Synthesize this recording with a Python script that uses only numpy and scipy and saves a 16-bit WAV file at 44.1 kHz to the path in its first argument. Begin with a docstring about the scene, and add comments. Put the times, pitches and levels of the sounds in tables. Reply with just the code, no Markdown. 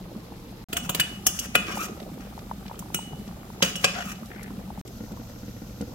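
"""Steam bubbles thump and pop in a boiling pot, over the hiss and hum of an extractor fan. Three pots boil one
after another; the scene changes twice, each time after a brief silence. Big bubbles collapse at the bottom,
small ones burst at the surface, and droplets spit. In the second pot steel tongs clink and ring the steel,
scrape and squeak by stick-slip friction, and creak at the hinge. In the third, eggs knock on the steel."""
import sys
import numpy as np
from scipy import signal
from scipy.fft import rfft, irfft, next_fast_len
from scipy.io import wavfile
from scipy.ndimage import uniform_filter1d

SR = 44100
rng = np.random.default_rng(int(sys.argv[2]) if len(sys.argv) > 2 else 0)


def store_pcm(level_fs):
    """Save levels as 16-bit WAV."""
    pcm = np.round(np.clip(level_fs, -1, 1) * 32767).astype(np.int16)
    wavfile.write(sys.argv[1], SR, np.atleast_2d(pcm).T)


N = 261954
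T = np.arange(N) / SR

# Each row: time in seconds, thump level in dB, pop level in dB.
BOIL_LEVELS = [(0.0, -43, -48), (0.54, -47, -57), (0.86, -39.5, -47.5), (1.1, -47, -49.5),
               (1.55, -41, -53.5), (1.751, -45.5, -41), (2.18, -43, -46.5), (2.4, -49, -49),
               (2.9, -46, -47), (3.5, -48, -49), (3.85, -40.5, -48.5), (4.3, -46.5, -48.5),
               (4.65, -41.5, -47.5), (4.98, -46, -52), (5.2, -44.5, -46.5), (5.5, -46.5, -60),
               (5.94, -42.5, -49)]
# Each row: start in seconds, level in dB, pitch in Hz.
LOUD_BUBBLES = [(0.161, -22.5, 202), (0.322, -31, 775), (0.526, -36, 660), (1, -22.5, 165),
                (1.74, -22.5, 199), (1.773, -17.5, 806), (1.884, -34, 687), (1.918, -25, 208),
                (2.004, -33, 620), (2.018, -27, 202), (2.065, -29, 590), (2.142, -31, 178),
                (2.324, -39, 730), (2.349, -31, 205), (2.378, -27, 840), (2.429, -31, 220),
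                (2.495, -36, 850), (2.513, -17, 895), (2.581, -27.5, 181), (2.659, -26.5, 188),
                (2.697, -30.5, 870), (2.713, -24, 880), (2.804, -29, 187), (2.825, -28.5, 945),
                (2.99, -23.5, 865), (3.131, -25.5, 144), (3.132, -28.5, 770), (3.196, -25, 195),
                (3.276, -25.5, 197), (3.308, -29.5, 173), (3.502, -30.5, 890), (3.548, -39, 165),
                (3.606, -27, 846), (3.943, -30, 194), (4.061, -29, 177), (4.224, -25, 215),
                (4.232, -31.5, 1160), (4.509, -27.5, 216), (4.579, -23, 188), (4.682, -27, 195),
                (4.704, -25.5, 805), (4.776, -28.5, 806), (4.779, -24, 174)]
# Each row: start in seconds, level in dB, band frequency in Hz.
DROPLET_SPITS = [(1.8836, -43, 2950), (2, -39.5, 3170), (2.028, -46, 2840), (2.39, -43, 3180),
                 (2.662, -42.5, 3000), (2.6797, -41, 3100), (2.755, -47, 2870), (3.2774, -45, 3600),
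                 (3.95, -34.5, 2960), (4.155, -44.5, 3020), (4.2577, -46, 6150), (4.4304, -39, 8400),
                 (4.7942, -47, 6110), (4.876, -42.5, 6080), (5.1194, -47.5, 6200), (5.4854, -51, 2920),
                 (5.811, -40, 5600)]


def boil():
    """Steam bubbles collapse low at the bottom and pop higher at the surface; droplets spit."""
    times, thump_db, pop_db = np.transpose(BOIL_LEVELS)
    thumps = bubble_crowd(count=500, lo_hz=166, hi_hz=251.3, cycles=9.5, scatter_db=2)
    pops = bubble_crowd(count=1800, lo_hz=266.6, hi_hz=1270, cycles=4.55, scatter_db=4)
    fizz = bubble_crowd(count=1400, lo_hz=1600, hi_hz=9300, cycles=8, scatter_db=-3)
    crackles = bubble_crowd(count=250, lo_hz=4030, hi_hz=14000, cycles=1.6, scatter_db=1)
    out = undb(np.interp(T, times, thump_db)) * thumps + undb(np.interp(T, times, pop_db)) * pops
    out += undb(-65.5) * fizz + undb(-71) * crackles
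    for start, db, hz in LOUD_BUBBLES:
        add(out, start, undb(db) * bubble(hz, cycles=6, glide=0.05))
    for start, db, hz in DROPLET_SPITS:
        noise = rng.standard_normal(900)
        add(out, start, burst(noise, db, hz / 2, hz * 1.56, hold_ms=0.21, fade_ms=4.7))
    return out


def bubble(hz, cycles, glide):
    """A breathing bubble: quick swell, decay to 1/20 over its cycles, pitch rising near the surface."""
    n = hz * np.arange(int(2 * cycles * SR / hz)) / SR
    envelope = (1 - np.exp(-n / 0.28)) * np.exp(-3 * n / cycles)
    return envelope * np.sin(2 * np.pi * n * (1 + glide * n / cycles))


def bubble_crowd(count, lo_hz, hi_hz, cycles, scatter_db):
    """Many small bubbles at random moments; the low ones are larger and louder."""
    out = np.zeros(N)
    for when, pitch, rank in rng.random((count, 3)):
        db = -scatter_db * np.log(rank + 0.028) - 6 * pitch
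        hz = lo_hz * (hi_hz / lo_hz) ** pitch
        add(out, when * N / SR, undb(db) * bubble(hz, cycles, glide=0.079))
    return unit(out)


# Steel rubbing or rattling on steel. Each row: frequency in Hz, gain in dB.
CONTACT_SPECTRUM = [(300, -12.5), (1000, -9), (1400, -2), (2100, -12.5), (2700, -10.5), (3400, -10),
                    (4100, -13), (5800, 2), (7000, -2.5), (9000, -6.5), (12000, -8), (16000, -8.5)]
# Steel modes; contact noise stirs the short ones. Each row: frequency in Hz, gain in dB, T60 in seconds.
SHORT_MODES = [(183, -37, 0.081), (446.4, -49, 0.1), (573, -36, 0.088), (745, -35.5, 0.039),
               (1450, -53, 0.075), (2910, -46, 0.13), (3330, -55, 0.11), (3980, -51, 0.096),
               (4624, -43, 0.072), (5030, -37, 0.032), (5610, -44, 0.051), (5680, -53, 0.016),
               (6230, -55, 0.032), (6770, -42.5, 0.12), (6890, -33, 0.021), (7540, -35, 0.026),
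               (8320, -39, 0.057), (10100, -55, 0.017), (12030, -27, 0.02), (13900, -52, 0.066),
               (14780, -39, 0.11), (15740, -54, 0.058)]
TONG_MODES = [(2910, -1, 0.22), (2970, -13, 0.75), (5590, -8.5, 0.075), (8240, -5.5, 0.27),
              (10600, -7, .11), (14640, -14, .12), (15650, -8, 0.17)]
WALL_MODES = [(1240, -22, 0.061), (1636, -7, 0.044), (1896, -2, 0.023), (2030, -13, 0.085),
              (2317, -14, .06), (2435, -5, 0.088), (2514, -7.5, 0.11), (2595, -8.5, 0.16)]
RIM_MODES = [(2705, -17, 0.08), (2790, -4.5, 0.19), (2894, -6.5, 0.15), (2940, -1, 0.16), (3010, -8, .16),
             (3240, -3, 0.037), (3318, -6.5, 0.13), (5560, -10.5, 0.1)]


def tongs():
    """Blows and friction ring the tongs, pot wall and rim; squeaks and a creak sound alongside."""
    rub, hiss = scrapes()
    squeal = squeaks()
    rattle, (tong_blows, wall_blows, rim_blows) = clinks()
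    contact = hiss + colour(band(rub, 510, 2920) + rattle, CONTACT_SPECTRUM)
    out = contact + sum(undb(db) * ring(contact, hz, t60) for hz, db, t60 in SHORT_MODES)
    out += sum(undb(db) * ring(tong_blows, hz, t60) for hz, db, t60 in TONG_MODES)
    for blows, rub_db, modes in [(wall_blows, -48, WALL_MODES), (rim_blows, -54, RIM_MODES)]:
        force = blows + undb(rub_db) * rub
        # boiling soup against the steel makes each mode waver on its own
        out += sum(undb(db + 5.5 * walk(90)) * ring(force, hz, t60) for hz, db, t60 in modes)
    return out + squeal + hinge_creak()


# Each row: start in seconds, rattle, knock and bright levels in dB, rattle hold in ms,
# blows to tongs, wall and rim in dB.
TONG_CLINKS = [(0.7286, -19, -23.5, -21, 5, -70, -41, -43), (0.7679, -20, -36, -18.5, 2.1, -42, -42, -33),
               (.893, -18.5, -18.5, -19, 4.9, -70, -35, -35), (0.9469, -15, -20, -17, 3.9, -58, -59, -39),
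               (0.9979, -10.5, -32, -13, 5.2, -51, -25, -30), (1.266, -13, -18, -7, 4.2, -40, -54, -30.5),
               (1.3898, -51, -61, -24, 8.5, -45, -69, -36), (1.5532, -8.5, -6, -11, 0.5, -59, -16, -28),
               (2.791, -33.5, -35.5, -29.5, 2.4, -65, -69, -62),
               (2.9443, -16.5, -19.5, -15.5, 1.2, -30, -39, -52),
               (3.624, -8.5, -13, -19, 5.5, -33, -28, -23), (3.7558, -46, -35, -29.5, 6.3, -53, -47, -32),
               (3.843, -4.5, -7, -14.5, 1.2, -57, -17.5, -31)]


def clinks():
    """Tongs strike the pot: returns rattling contact noise and the impulses on tongs, wall and rim."""
    rattle, blows = np.zeros(N), np.zeros((3, N))
    for start, rattle_db, knock_db, bright_db, hold_ms, *blow_dbs in TONG_CLINKS:
        noise = rng.standard_normal(4000)
        # a heavy, dull blow reaches less high
        top_hz = np.clip(17000 * undb(bright_db - rattle_db + 5.5), 9500, 17000)
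        bands = [(rattle_db, 1500, 4200), (knock_db, 400, 1500), (knock_db, 150, 480),
                 (bright_db, 3600, top_hz)]
        for db, lo_hz, hi_hz in bands:
            add(rattle, start, burst(noise, db, lo_hz, hi_hz, hold_ms, fade_ms=5))
            crack_db = db + 3.5 - 1.3 * hold_ms  # the first touch cracks harder in a short rattle
            crack = burst(noise[::-1], crack_db, lo_hz, hi_hz, hold_ms=1, fade_ms=1.36)
            add(rattle, start + 0.0012, crack)
        for force, db in zip(blows, blow_dbs):
            add(force, start, [undb(db)])
    return rattle, blows


# Each row: start and end in seconds, rub and hiss levels in dB, level change over the stroke in dB.
SCRAPE_STROKES = [(0.761, 0.799, -20, -58, -13), (0.823, 0.868, -40, -52, 8),
                  (0.955, 1.2, -30.5, -50.5, -17), (1.28, 1.33, -25.5, -30, -26),
                  (1.34, 1.392, -41, -48, 8), (1.402, 1.469, -35.5, -49.5, 7.5),
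                  (1.54, 1.673, -34, -42.5, -16), (1.66, 1.762, -26.5, -51, 0),
                  (1.748, 1.869, -36, -46.5, 10), (2.198, 2.31, -38.5, -76, -13),
                  (3.626, 3.748, -19, -36, -20.5), (3.762, 3.844, -43, -56, 12), (3.83, 3.92, -23, -48, -9),
                  (3.931, 4.034, -28, -56.5, 4.5), (4.03, 4.138, -35, -49.5, 4)]


def scrapes(edge_s=0.011):
    """Tongs drag on the wall, swelling when pressed, dying in a skid: returns rubbing force and hiss."""
    force, hiss = np.zeros((2, N))
    grit = undb(3 * walk(300))
    rub, fine = grit * rng.standard_normal((2, N))
    fine = unit(colour(band(fine, 5800, SR / 2), CONTACT_SPECTRUM))
    for start, end, rub_db, hiss_db, swell_db in SCRAPE_STROKES:
        on = slice(int(start * SR), int(end * SR))
        edges = np.clip(np.minimum(T[on] - start, end - T[on]) / edge_s, 0, 1)
        pressure = edges * undb(swell_db * (T[on] - start) / (end - start))
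        force[on] += pressure * undb(rub_db) * rub[on]
        hiss[on] += pressure * undb(hiss_db) * fine[on]
    return force, hiss


# Each row: start and end in seconds, first and last pitch in Hz, level in dB.
STEEL_SQUEAKS = [(0.723, 0.786, 690, 685, -39), (1.66, 1.75, 1210, 1174, -36.5),
                 (1.744, 1.875, 1206, 1308, -35.5), (3.945, 4.022, 717, 711, -32),
                 (4.037, 4.123, 1277, 1204, -43)]


def squeaks():
    """Steel grips and slips on steel: a rough, gliding tone of three harmonics."""
    out = np.zeros(N)
    jitter, grip = 1 + 0.065 * walk(400), undb(4 * walk(90))
    for start, end, first_hz, last_hz, db in STEEL_SQUEAKS:
        on = slice(int(start * SR), int(end * SR))
        progress = (T[on] - start) / (end - start)
        hz = (first_hz + (last_hz - first_hz) * progress) * jitter[on]
        phase = 2 * np.pi * np.cumsum(hz) / SR
        tone = np.sin(phase) + 0.4 * np.sin(2 * phase) + 0.12 * np.sin(3 * phase)
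        out[on] += undb(db) * np.sin(np.pi * progress) * grip[on] * tone
    return out


def hinge_creak(start_s=4.299, gap_s=0.016, slips=12, hz=1880, level_db=-44.5):
    """The hinge of the tongs creaks in an uneven run of slips."""
    out = np.zeros(N)
    for due in start_s + gap_s * np.arange(slips):
        lag, size, *noise = rng.standard_normal(900)
        slip = burst(noise, level_db + 2 * size, hz / 1.3, hz * 1.245, hold_ms=0.6, fade_ms=5.6)
        add(out, due + 0.098 * gap_s * lag, slip)
    return out


# Each row: start in seconds, level in dB.
EGG_KNOCKS = [(5.007, -28.5), (5.038, -29), (5.118, -32), (5.198, -32), (5.308, -41), (5.361, -33),
              (5.433, -31), (5.481, -33), (5.565, -34), (5.62, -31.5), (5.708, -34.5), (5.774, -37),
              (5.809, -23.5), (5.824, -25.5), (5.88, -34)]
# Each row: frequency in Hz, gain in dB, T60 in seconds.
EGG_POT_MODES = [(218, -1, 0.093), (282.4, -4.5, 0.1), (478, -8.5, 0.072), (737, -20.5, 0.047),
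                 (1418, 5, 0.04), (1830, -6.5, 0.13), (2040, -8, 0.1)]


def eggs(treble_db=-25):
    """Eggs tumble against the steel; their soft blows hardly stir its upper modes."""
    starts, knock_db = np.transpose(EGG_KNOCKS)
    out = np.zeros(N)
    for hz, mode_db, t60 in EGG_POT_MODES:
        db = mode_db + knock_db + treble_db * (hz > 1000) + 2 * rng.standard_normal(len(starts))
        force = np.zeros(N)
        force[(starts * SR).astype(int)] = undb(db)
        out += ring(force, hz, t60)
    return out


# Silences between pots. Each row: start and end in seconds.
POT_GAPS = [(.6412, .6862), (4.813, 4.8506)]
# One spectrum per pot. Each row: frequency in Hz, relative density in dB.
FAN_SPECTRA = [
    [(15, -37), (25, 3.5), (149, -13), (195, -6), (256, -20), (309, -4), (405, -17), (451, -8.5),
     (714, -26), (796, -17.5), (1840, -31), (4250, -30), (10100, -42), (11600, -32), (16000, -42)],
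    [(15, -41), (25, -5.5), (55, 6.5), (123, -5.5), (200, 6), (363, -54), (591, -19), (796, -11.5),
     (988, -35), (1190, -18.5), (1700, -27), (3620, -27), (10400, -35), (11900, -27.5), (16000, -36.5)],
    [(15, -43.5), (25, 4.5), (108, -2.5), (161, -26), (212, -3.5), (394, -20), (489, -12), (575, -16.5),
     (1190, -27.5), (1400, -22), (1700, -33.5), (6210, -28), (10100, -43), (11900, -28), (16000, -40)],
]
# One level per pot.
FAN_NOISE_DB = [-45, -43, -43.5]
FAN_HUM_DB = [-46.5, -49, -43.5]


def fan(hum_hz=117.4):
    """Fan noise and motor hum, different at each pot; the treble flickers with the simmer."""
    pot = np.searchsorted([end for _, end in POT_GAPS], T)
    noise = rng.standard_normal(N)
    noise += band(noise, 2500, 16000) * (undb(1.1 * walk(60)) - 1)
    air = [undb(db) * unit(colour(noise, spectrum)) for spectrum, db in zip(FAN_SPECTRA, FAN_NOISE_DB)]
    hum = undb(np.take(FAN_HUM_DB, pot) + 0.5 * walk(17)) * np.sin(2 * np.pi * hum_hz * T)
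    return np.choose(pot, air) + hum


def kitchen_echo(x, t60_s=0.5, level_db=-14):
    """A diffuse tail of reflections; tiles and steam swallow the top."""
    t = T[:SR]
    envelope = np.exp(-np.log(1000) * t / t60_s) * (1 - np.exp(-t / 0.0073))
    tail = band(rng.standard_normal(SR) * envelope, 92, 9200)
    return undb(level_db) * signal.fftconvolve(x, tail / np.sqrt(np.sum(tail ** 2)))[:N]


def burst(noise, db, lo_hz, hi_hz, hold_ms, fade_ms):
    """A puff of band noise that holds, then dies away."""
    ms = np.arange(len(noise)) / SR * 1000
    envelope = np.exp(-np.maximum(ms - hold_ms, 0) / fade_ms) * (1 - np.exp(-ms / 0.5))
    return undb(db) * envelope * unit(band(noise, lo_hz, hi_hz))


def ring(force, hz, t60):
    """One mode: a unit impulse gives a decaying sine of height 1."""
    r, w = np.exp(-np.log(1000) / (t60 * SR)), 2 * np.pi * hz / SR
    return signal.lfilter([0, r * np.sin(w)], [1, -2 * r * np.cos(w), r * r], force)


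def colour(x, points, smear_s=0):
    """Shapes x by (Hz, dB) points; a smear scatters each frequency's delay by about that time."""
    size = next_fast_len(N + SR)
    hz = np.maximum(np.arange(size // 2 + 1) * SR / size, 1)
    point_hz, point_db = np.transpose(points)
    gain = undb(np.interp(np.log(hz), np.log(point_hz), point_db))
    if smear_s:
        taps = rng.standard_normal(4096) * np.exp(-np.arange(4096) / (smear_s * SR))
        gain = gain * np.exp(1j * np.angle(rfft(taps, size)))
    return irfft(rfft(x, size) * gain, size)[:N]


def walk(rate_hz):
    """Random steps, smoothed twice; spread near 1."""
    hold = int(SR / rate_hz)
    steps = np.repeat(rng.standard_normal(N // hold + 1), hold)
    return 1.154 * uniform_filter1d(uniform_filter1d(steps, hold), hold)[:N]


def band(x, lo_hz, hi_hz):
    sos = signal.butter(2, [lo_hz, min(hi_hz, 0.45 * SR)], "bandpass", fs=SR, output="sos")
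    return signal.sosfilt(sos, x)


def add(out, start_s, x):
    i = int(start_s * SR)
    out[i:i + len(x)] += x[:max(N - i, 0)]


def undb(db):
    return 10 ** (np.asarray(db) / 20)


def unit(x):
    return x / np.sqrt(np.mean(x ** 2))


# Each row: frequency in Hz, side level against mid in dB.
STEREO_WIDTH = [(60, -24.5), (200, -17.5), (380, -9), (700, -6), (1300, -0.5), (2400, 0), (16000, -0.5)]


def scene():
    """Close pots over echo and fan; the channels agree in the bass and take unrelated treble paths."""
    steel = tongs()
    echo = kitchen_echo(steel)
    close = steel + boil() + eggs()
    far = echo + fan()
    side = colour(close, STEREO_WIDTH, smear_s=0.0023) + colour(far, STEREO_WIDTH, smear_s=0.0276)
    side += 0.39 * band(steel, 400, 2400)  # the tongs sit left
    return np.array([close + far + side, close + far - side])


def record(dry):
    """Rounds the loudest peaks, cuts the deepest bass and the top, and mutes between pots."""
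    ceiling, low_hz, top_hz = 1.5, 30, 15950
    highpass = signal.butter(4, low_hz, "highpass", fs=SR, output="sos")
    lowpass = signal.ellip(10, 0.2, 70, top_hz, fs=SR, output="sos")
    gate = np.all([(T < start) | (T > end) for start, end in POT_GAPS], axis=0)
    rounded = ceiling * np.tanh(dry / ceiling)
    return signal.sosfilt(lowpass, signal.sosfilt(highpass, rounded) * gate)


dry = scene()
out = record(dry)
store_pcm(out)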